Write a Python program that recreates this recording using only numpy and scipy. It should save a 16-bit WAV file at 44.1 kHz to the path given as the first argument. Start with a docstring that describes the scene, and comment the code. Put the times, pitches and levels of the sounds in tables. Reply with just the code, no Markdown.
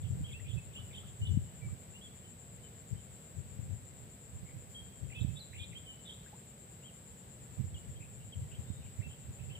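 """Gusts buffet two microphone ports over a far rumble, on the bank of an open marsh pool on a breezy day.
Wind is coloured noise in swelling lumps, with single eddies as filtered pressure bumps.
Crickets rasp and trill in the grass as tones pulsed by wing strokes, before a chorus of band noise.
Two songbirds whistle and warble from the bushes as gliding tones with faint scattered echoes.
An angler's cast hisses as decaying noise; now and then the water plops as a ringing bubble."""
import sys
import numpy as np
from scipy import signal
from scipy.fft import rfft, irfft, next_fast_len
from scipy.io import wavfile
from scipy.ndimage import map_coordinates

SR = 44100
rng = np.random.default_rng(int(sys.argv[2]) if len(sys.argv) > 2 else 0)


def master_out(mix):
    """Clip the mix to full scale and print it as 16-bit PCM to the path in sys.argv[1]."""
    frames = np.transpose(np.atleast_2d(mix))
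    ceiling = np.clip(frames, -1, 1)
    pcm = np.round(ceiling * 32767).astype(np.int16)
    wavfile.write(sys.argv[1], SR, pcm)


N = 422919
TIME = np.arange(N) / SR  # s


def from_db(db):
    """Amplitude ratio: 20 dB is a factor of ten."""
    return 10 ** (np.asarray(db) / 20)


def rms_one(x):
    """Normalisation to unit mean power."""
    return x / np.sqrt(np.mean(x ** 2) + 1e-20)


def in_time(rows):
    """Linear interpolation: each column of a curve at every sample."""
    s, *columns = np.transpose(rows)
    return [np.interp(TIME, s, column) for column in columns]


def at_hz(points, hz):
    """Interpolation of a spectrum along a logarithmic frequency axis."""
    f, value = np.transpose(points)
    return np.interp(np.log(hz + 1e-9), np.log(f), value)


def drift(rate):
    """Slow random process: a smooth curve of spread near 1 through `rate` random knots per second."""
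    knots = rng.standard_normal(int(N / SR * rate) + 2)
    return map_coordinates(knots, [TIME * rate], order=2, mode="nearest")


def band(x, low_hz, high_hz, order=2):
    """Causal Butterworth band-pass: the filter responds only after its input."""
    sos = signal.butter(order, [low_hz, min(high_hz, SR / 2 - 10)], "band", fs=SR, output="sos")
    return signal.sosfilt(sos, x + 1e-18)


def noise(spectrum, likeness=None):
    """Partially coherent noise: the balance of mid and side sets the left-right correlation; rms 1."""
    size = next_fast_len(N)
    hz = np.arange(size // 2 + 1) * SR / size
    mid, side = rfft(rng.standard_normal((2, size)))
    alike = np.clip(at_hz(likeness, hz), -1, 1) if likeness else 0
    pair = np.sqrt(1 + alike) * mid + np.sqrt(1 - alike) * side * [[1], [-1]]
    coloured = pair * from_db(at_hz(spectrum, hz))
    return rms_one(irfft(coloured, size)[:, :N])


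def panned(pan_db):
    """Constant-power panning: left and right gains that differ by pan_db."""
    gains = from_db(np.array([[.5], [-.5]]) * pan_db)
    return gains / np.sqrt(np.mean(gains ** 2, axis=0))


def scatter(x, t60):
    """Diffuse scattering: countless weak, decaying reflections, different at each port."""
    t = TIME[:SR]
    echoes = rng.standard_normal((2, SR)) * from_db(-60 * t / t60)
    echoes /= np.sqrt(np.sum(echoes ** 2, axis=1, keepdims=True))
    return signal.fftconvolve(x[None], echoes, axes=1)[:, :N]


def distant_air(level_db):
    """Diffuse field: far noise reaches both ports with a correlation that depends on frequency."""
    # spectrum of the far background: f/Hz, relative level/dB
    air_colour = [(25, -46), (50, -4), (80, -1), (120, 1.5), (190, -1.5), (300, -14), (380, -12.5),
                  (480, -11.5), (750, -17), (1050, -22.5), (2300, -24), (3600, -25.5), (5500, -33.5),
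                  (11000, -33.5), (15500, -30.5)]
    # likeness of the background at the two ports: f/Hz, correlation
    port_likeness = [(60, 0.97), (160, 0.94), (450, 0.7), (740, 0.057), (1220, -0.22), (2000, 0.4),
                     (3300, -0.16), (5500, 0.02)]
    return from_db(level_db) * noise(air_colour, port_likeness) * from_db(.5 * drift(6.5))


def wing_strokes(pitch_hz, strokes_per_s, rasp_hz):
    """Stridulation: a file drawn over a scraper gives one short, slightly rough tone for each stroke."""
    stroke = np.cumsum(strokes_per_s * (1 + 0.0241 * drift(6.8))) / SR
    wander_hz = 18 * drift(25)
    roughness_hz = rasp_hz * drift(600)
    tone = np.sin(2 * np.pi * np.cumsum(pitch_hz + wander_hz + roughness_hz) / SR)
    return tone * np.sin(np.pi * stroke) ** 2


def chirping(count, duty, low_hz, rise_hz, strokes_per_s):
    """Amplitude modulation: wing strokes grouped in bursts, each rising in pitch."""
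    progress = np.minimum((count + .25) % 1 / duty, 1)  # stays at 1, silent, until the next chirp
    burst = np.sqrt(abs(np.sin(np.pi * progress)))
    return burst * wing_strokes(low_hz + rise_hz * progress ** 2, strokes_per_s, rasp_hz=44.3)


def in_grass(insect, level_db, pan_db):
    """Direct and scattered sound: an insect is heard partly straight and partly through the stems."""
    heard = insect + .65 * scatter(insect, t60=.05)
    return from_db(level_db) * panned(pan_db) * rms_one(heard)


def crickets():
    """Superposed stridulation: four chirpers, two on one beat, and a triller before a far noise chorus."""
    # tempo of the slow cricket and its neighbour: t/s, rate/(chirps per s)
    tempo = [(0, 9.6), (1.5, 8.3), (5, 8.15), (5.4, 8.68), (9.59, 8.25)]
    # spectrum of the far chorus: f/Hz, relative level/dB
    chorus_colour = [(6000, -32), (6900, -10.5), (7250, -9.5), (7700, 2), (8050, -3), (8450, -9),
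                     (9300, -13.5), (11000, -28.5)]
    beat = np.cumsum(in_time(tempo)[0]) / SR
    quick_beat = 12.1 * TIME + .08 * drift(1)
    quickest_beat = 14.6 * TIME + .1 * drift(1)
    slow = chirping(beat, duty=.62, low_hz=7275, rise_hz=230, strokes_per_s=145)
    neighbour = chirping(beat, duty=.62, low_hz=8150, rise_hz=250, strokes_per_s=125)
    quick = chirping(quick_beat, duty=.55, low_hz=7420, rise_hz=130, strokes_per_s=146)
    quickest = chirping(quickest_beat, duty=.7, low_hz=7880, rise_hz=100, strokes_per_s=91)
    trill = wing_strokes(pitch_hz=7745, strokes_per_s=91, rasp_hz=28)
    near = in_grass(slow, level_db=-64, pan_db=15) + in_grass(trill, level_db=-64.5, pan_db=20)
    further = (in_grass(quick, level_db=-66, pan_db=20)
               + in_grass(quickest, level_db=-68.5, pan_db=17)
               + in_grass(neighbour, level_db=-78, pan_db=-3))
    chorus = from_db(-61.5) * panned(-1) * noise(chorus_colour) * from_db(.5 * drift(13))
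    return near + further + chorus


def plops(level_db, t60, pitch_rise_per_s):
    """Bubble resonance: a bubble rings briefly and rises in pitch as it nears the surface."""
    # small plops in the water: t/s, starting f/Hz, relative level/dB
    bubbles = [(.397, 1820, -65), (.785, 1125, -68.5), (1.032, 1200, -67), (1.687, 1114, -69),
               (6.26, 1480, -66), (6.329, 750, -62)]
    out, t = np.zeros(N), TIME[:SR // 10]
    envelope = from_db(-60 * t / t60) * (1 - np.exp(-t / .001))
    for s, hz, plop_db in bubbles:
        cycles = hz * t * (1 + pitch_rise_per_s / 2 * t)  # integral of a linear rise
        start = int(s * SR)
        out[start:start + len(t)] += from_db(plop_db + level_db) * np.sin(2 * np.pi * cycles) * envelope
    return out + from_db(-5) * scatter(out, t60=.12)


def cast(start_s, level_db):
    """Friction noise: fishing line hisses briefly through the rod rings."""
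    age = np.maximum(TIME - start_s, 0)
    hiss = rms_one(band(rng.standard_normal((2, N)), 4000, 15000))
    envelope = np.exp(-age / .05) * (1 - np.exp(-age / .004))
    return from_db(level_db) * hiss * envelope


def wind(level_db, lump_db, lumps_per_s):
    """Turbulence noise: gust powers add to a light breeze, in lumps that differ at each port."""
    # light breeze between gusts, with a lull after six seconds: t/s, relative level/dB
    breeze = [(0, -51), (2.2, -62), (5.7, -66), (6.3, -80), (7.3, -69), (7.8, -52.5), (9.59, -55.5)]
    # gusts: crest t/s, length/s (the 1/e times of rise and fall together), relative level/dB, left-right/dB
    gusts = [(0.04, 0.6, -43, 5), (0.137, 0.2, -37, -5), (0.535, 0.085, -39, -24), (0.827, 0.12, -49, 0),
             (1.336, 0.28, -36.5, 2), (1.694, 0.11, -36, -20), (2.944, 0.11, -45.5, 7),
             (3.407, 0.083, -40, 15), (3.635, 0.27, -43, 5), (4.374, 0.15, -45.5, -10),
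             (4.586, 0.22, -50, -8), (5.073, 0.11, -37, 21), (5.249, 0.17, -35.5, -26),
             (5.67, 0.39, -52.5, -1), (7.637, 0.14, -40.5, -8.5), (8.424, 0.11, -43.5, -3),
             (8.596, 0.07, -42, 18), (8.853, 0.069, -50.5, 4), (9.042, 0.19, -48.5, -23),
             (9.44, 0.11, -44.5, -23)]
    # spectrum of the turbulence: f/Hz, relative level/dB
    wind_colour = [(25, -33), (45, -29), (65, -4.5), (90, 1), (125, 0.5), (180, -12), (260, -26.5),
                   (400, -34), (800, -61)]
    rise_share = 0.49  # part of a gust's length before its crest
    power = from_db(in_time(breeze)[0]) ** 2 * np.ones((2, 1))
    for s, length, gust_db, pan_db in gusts:
        away = (TIME - s) / (length * np.where(TIME < s, rise_share, 1 - rise_share))
        swell = np.exp(-np.minimum(away ** 2, 20))
        power += (from_db(gust_db) * swell * panned(pan_db)) ** 2
    lumps = from_db(lump_db * np.array([drift(lumps_per_s), drift(lumps_per_s)]))
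    return from_db(level_db) * np.sqrt(power) * rms_one(noise(wind_colour) * lumps)


def buffets(level_db, width_s, low_hz, high_hz):
    """Impulse response: an eddy's pressure bump becomes a short wobble through the microphone's bass cut."""
    # single eddies that hit a port: t/s, relative peak level/dB, left-right/dB
    eddies = [(0.208, -22.5, -16), (1.335, -29, 15), (1.372, -8.5, 22), (3.59, -25, 19), (5.213, -17, -31),
              (5.246, -14, -30), (7.606, -26.5, -12), (8.701, -19.5, -26)]
    out = np.zeros((2, N))
    for s, peak_db, pan_db in eddies:
        bump = np.exp(-np.minimum(((TIME - s) / width_s) ** 2, 20))
        wobble = band(bump, low_hz, high_hz, order=3)
        out += wobble / abs(wobble).max() * from_db(peak_db + level_db) * panned(pan_db)
    return out


def span(s, length):
    """Normalised time: the samples of a note, and its progress from 0 to 1."""
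    at = np.nonzero((TIME > s) & (TIME < s + length))[0]
    return at, (TIME[at] - s) / length


def note(hz, progress, peak_share):
    """Phase is the integral of frequency: a bird tone with a weak third harmonic swells and falls."""
    phase = 2 * np.pi * np.cumsum(hz) / SR
    rise_and_fall = np.interp(progress, [0, peak_share, 1], [0, 1, 0])
    swell = np.sin(np.pi / 2 * rise_and_fall) ** 0.29
    return swell * (np.sin(phase) + from_db(-21.5) * np.sin(3 * phase))


def warbles(rows):
    """Frequency modulation: pitch dips repeatedly below a gliding crest; the last upstroke is held."""
    cycles_per_swing, swing_uneven = 54, 0.278  # low notes swing slower; spread in swings
    crest_hold_s, crest_dwell = .017, 1.2  # dwell above 1: pitch lingers near the crest
    flutter_hz, throb_db = 140, 2.5  # random flutter of pitch and of loudness
    dip_db = 2  # louder at the bottom of each swing
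    voice, unsteady, flutter = np.zeros(N), drift(120), drift(700)
    for s, length, first_hz, last_hz, swing_hz, note_db in rows:
        at, progress = span(s, length)
        to_go = np.maximum((1 - progress) * length - crest_hold_s, 0)
        jitter = swing_uneven * unsteady[at] * np.sqrt(to_go / length)
        swings = last_hz / cycles_per_swing * to_go + jitter
        dip = (np.sin(np.pi * swings) ** 2) ** crest_dwell
        crest_hz = last_hz + (first_hz - last_hz) * to_go / length
        hz = crest_hz - swing_hz * dip + flutter_hz * flutter[at]
        loudness = from_db(note_db + dip_db * dip + throb_db * unsteady[at])
        voice[at] += loudness * note(hz, progress, peak_share=0.5)
    return voice


def whistles(rows):
    """Frequency glide: pitch slides quickly onto the held note and bends away as it ends."""
    slide_power, waver_hz = 2.18, 22
    voice, waver = np.zeros(N), drift(150)
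    for s, length, first_hz, held_hz, last_hz, note_db in rows:
        at, progress = span(s, length)
        end_hz = np.where(progress < .5, first_hz, last_hz)
        slide_hz = (end_hz - held_hz) * abs(2 * progress - 1) ** slide_power
        hz = held_hz + slide_hz + waver_hz * waver[at]
        voice[at] += from_db(note_db) * note(hz, progress, peak_share=.56)
    return voice


def song(bird):
    """Superposition: all the warbles and whistles of one bird add up."""
    # fast-swinging notes: t/s, length/s, crest glide from f/Hz, to f/Hz, swing/Hz, level/dB, bird
    warble_rows = [(0.015, 0.073, 3670, 3230, 403, -60.5, "right"),
                   (.262, 0.076, 3350, 3390, 604, -54, "right"),
                   (0.443, .068, 2640, 2740, 350, -60.5, "right"),
                   (.468, 0.083, 3360, 3545, 598, -54, "right"),
                   (0.733, 0.082, 3345, 3377, 557, -56, "right"),
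                   (.905, 0.055, 2450, 2615, 300, -60, "right"),
                   (0.926, .092, 3740, 3450, 520, -51.5, "right"),
                   (1.063, 0.04, 3500, 3400, 604, -62, "right"),
                   (1.242, 0.059, 3440, 3465, 546, -55, "right"),
                   (4.458, 0.069, 2125, 2195, 251, -65, "left"),
                   (5.093, .06, 2640, 2910, 680, -54.5, "right"),
                   (5.15, 0.091, 3500, 3700, 527, -54, "right"),
                   (5.357, .038, 3720, 3690, 397, -52.5, "right"),
                   (5.529, 0.064, 2600, 2920, 717, -53.5, "right"),
                   (5.585, .072, 3510, 3620, 380, -49, "right"),
                   (5.713, 0.047, 2790, 2630, 550, -56.5, "right"),
                   (6.05, 0.099, 3650, 3597, 460, -50.5, "right"),
                   (8.003, 0.069, 2620, 2645, 230, -62, "left"),
                   (8.201, 0.042, 3140, 2850, 250, -64.5, "left"),
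                   (8.511, 0.057, 3150, 3130, 402, -62, "left"),
                   (8.809, 0.083, 3100, 2860, 498, -66.5, "left"),
                   (9.001, 0.045, 2600, 2400, 400, -61, "right"),
                   (9.09, .06, 3200, 3150, 297, -59, "right"), (9.38, 0.075, 2900, 2890, 403, -62, "right"),
                   (9.495, 0.049, 3220, 3140, 550, -55, "right")]
    # clear notes: t/s, length/s, first f/Hz, held f/Hz, last f/Hz, level/dB, bird
    whistle_rows = [(0.239, 0.025, 2800, 3260, 3200, -51, "right"),
                    (.303, 0.023, 2750, 2220, 2150, -60, "right"),
                    (0.333, 0.047, 2490, 2665, 2820, -49, "right"),
                    (0.569, .03, 2670, 2606, 2620, -51, "right"),
                    (0.753, 0.044, 2760, 3000, 2940, -48, "right"),
                    (1.215, 0.073, 2990, 2965, 2975, -47.5, "right"),
                    (1.615, .06, 2340, 2295, 2270, -59.5, "left"),
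                    (1.936, .046, 2600, 2845, 3100, -55.5, "right"),
                    (2.011, .068, 3180, 3407, 3180, -54, "right"),
                    (2.236, 0.046, 3160, 3030, 2980, -62, "right"),
                    (2.632, .048, 3150, 3030, 3010, -60, "left"),
                    (2.958, 0.056, 3120, 3100, 2930, -63.5, "left"),
                    (4.745, 0.067, 3235, 3240, 3240, -48, "right"),
                    (5.147, 0.054, 2464, 2597, 2570, -48, "right"),
                    (5.394, 0.05, 4640, 3965, 3960, -50, "right"),
                    (5.58, 0.069, 2160, 2450, 2480, -53.5, "right"),
                    (5.751, 0.036, 2910, 3170, 3520, -48, "right"),
                    (5.859, 0.072, 3130, 3010, 2920, -50.5, "right"),
                    (6.828, .075, 2540, 3225, 2670, -57.5, "left"),
                    (7.743, 0.011, 3600, 3310, 3050, -53, "left"),
                    (7.75, 0.035, 3320, 2880, 3550, -55, "left"),
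                    (7.955, .026, 3120, 3200, 3330, -63, "left"),
                    (8.322, 0.022, 3480, 3200, 2650, -52.5, "left"),
                    (8.655, 0.162, 3530, 3720, 3660, -66, "left"),
                    (9.023, 0.055, 2660, 2693, 2700, -51.5, "right"),
                    (9.551, 0.017, 3320, 3010, 2750, -48, "right")]
    own_warbles = [row[:-1] for row in warble_rows if row[-1] == bird]
    own_whistles = [row[:-1] for row in whistle_rows if row[-1] == bird]
    return warbles(own_warbles) + whistles(own_whistles)


def from_bush(voice, left_lag, pan_db):
    """Arrival-time difference: the left port hears left_lag samples later; reeds and far trees echo."""
    direct = np.array([np.roll(voice, left_lag), voice]) * panned(pan_db)
    reeds = from_db(-7) * scatter(voice, t60=0.1)
    trees = from_db(-7) * scatter(voice, t60=0.78)
    return direct + reeds + trees


def birds():
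    """Spatial separation: level and arrival time place two birds on opposite sides."""
    right = from_bush(song("right"), left_lag=22, pan_db=-2)
    left = from_bush(song("left"), left_lag=-18, pan_db=2)
    return right + left


def scene():
    """Linear superposition: far air, insects, water, the cast, wind on the ports and birds."""
    background = distant_air(level_db=-54.5) + crickets()
    water = plops(level_db=11, t60=0.072, pitch_rise_per_s=16)
    angler = cast(start_s=4.695, level_db=-64)
    gusts = wind(level_db=3.5, lump_db=6, lumps_per_s=30)
    eddies = buffets(level_db=-8.5, width_s=0.0016, low_hz=77, high_hz=316)
    return background + water + angler + gusts + eddies + birds()


def record(dry):
    """Elliptic low-pass: the treble is cut steeply above 15550 Hz."""
    return signal.sosfilt(signal.ellip(18, .1, 90, 15550, fs=SR, output="sos"), dry)


dry = scene()
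out = record(dry)
master_out(out)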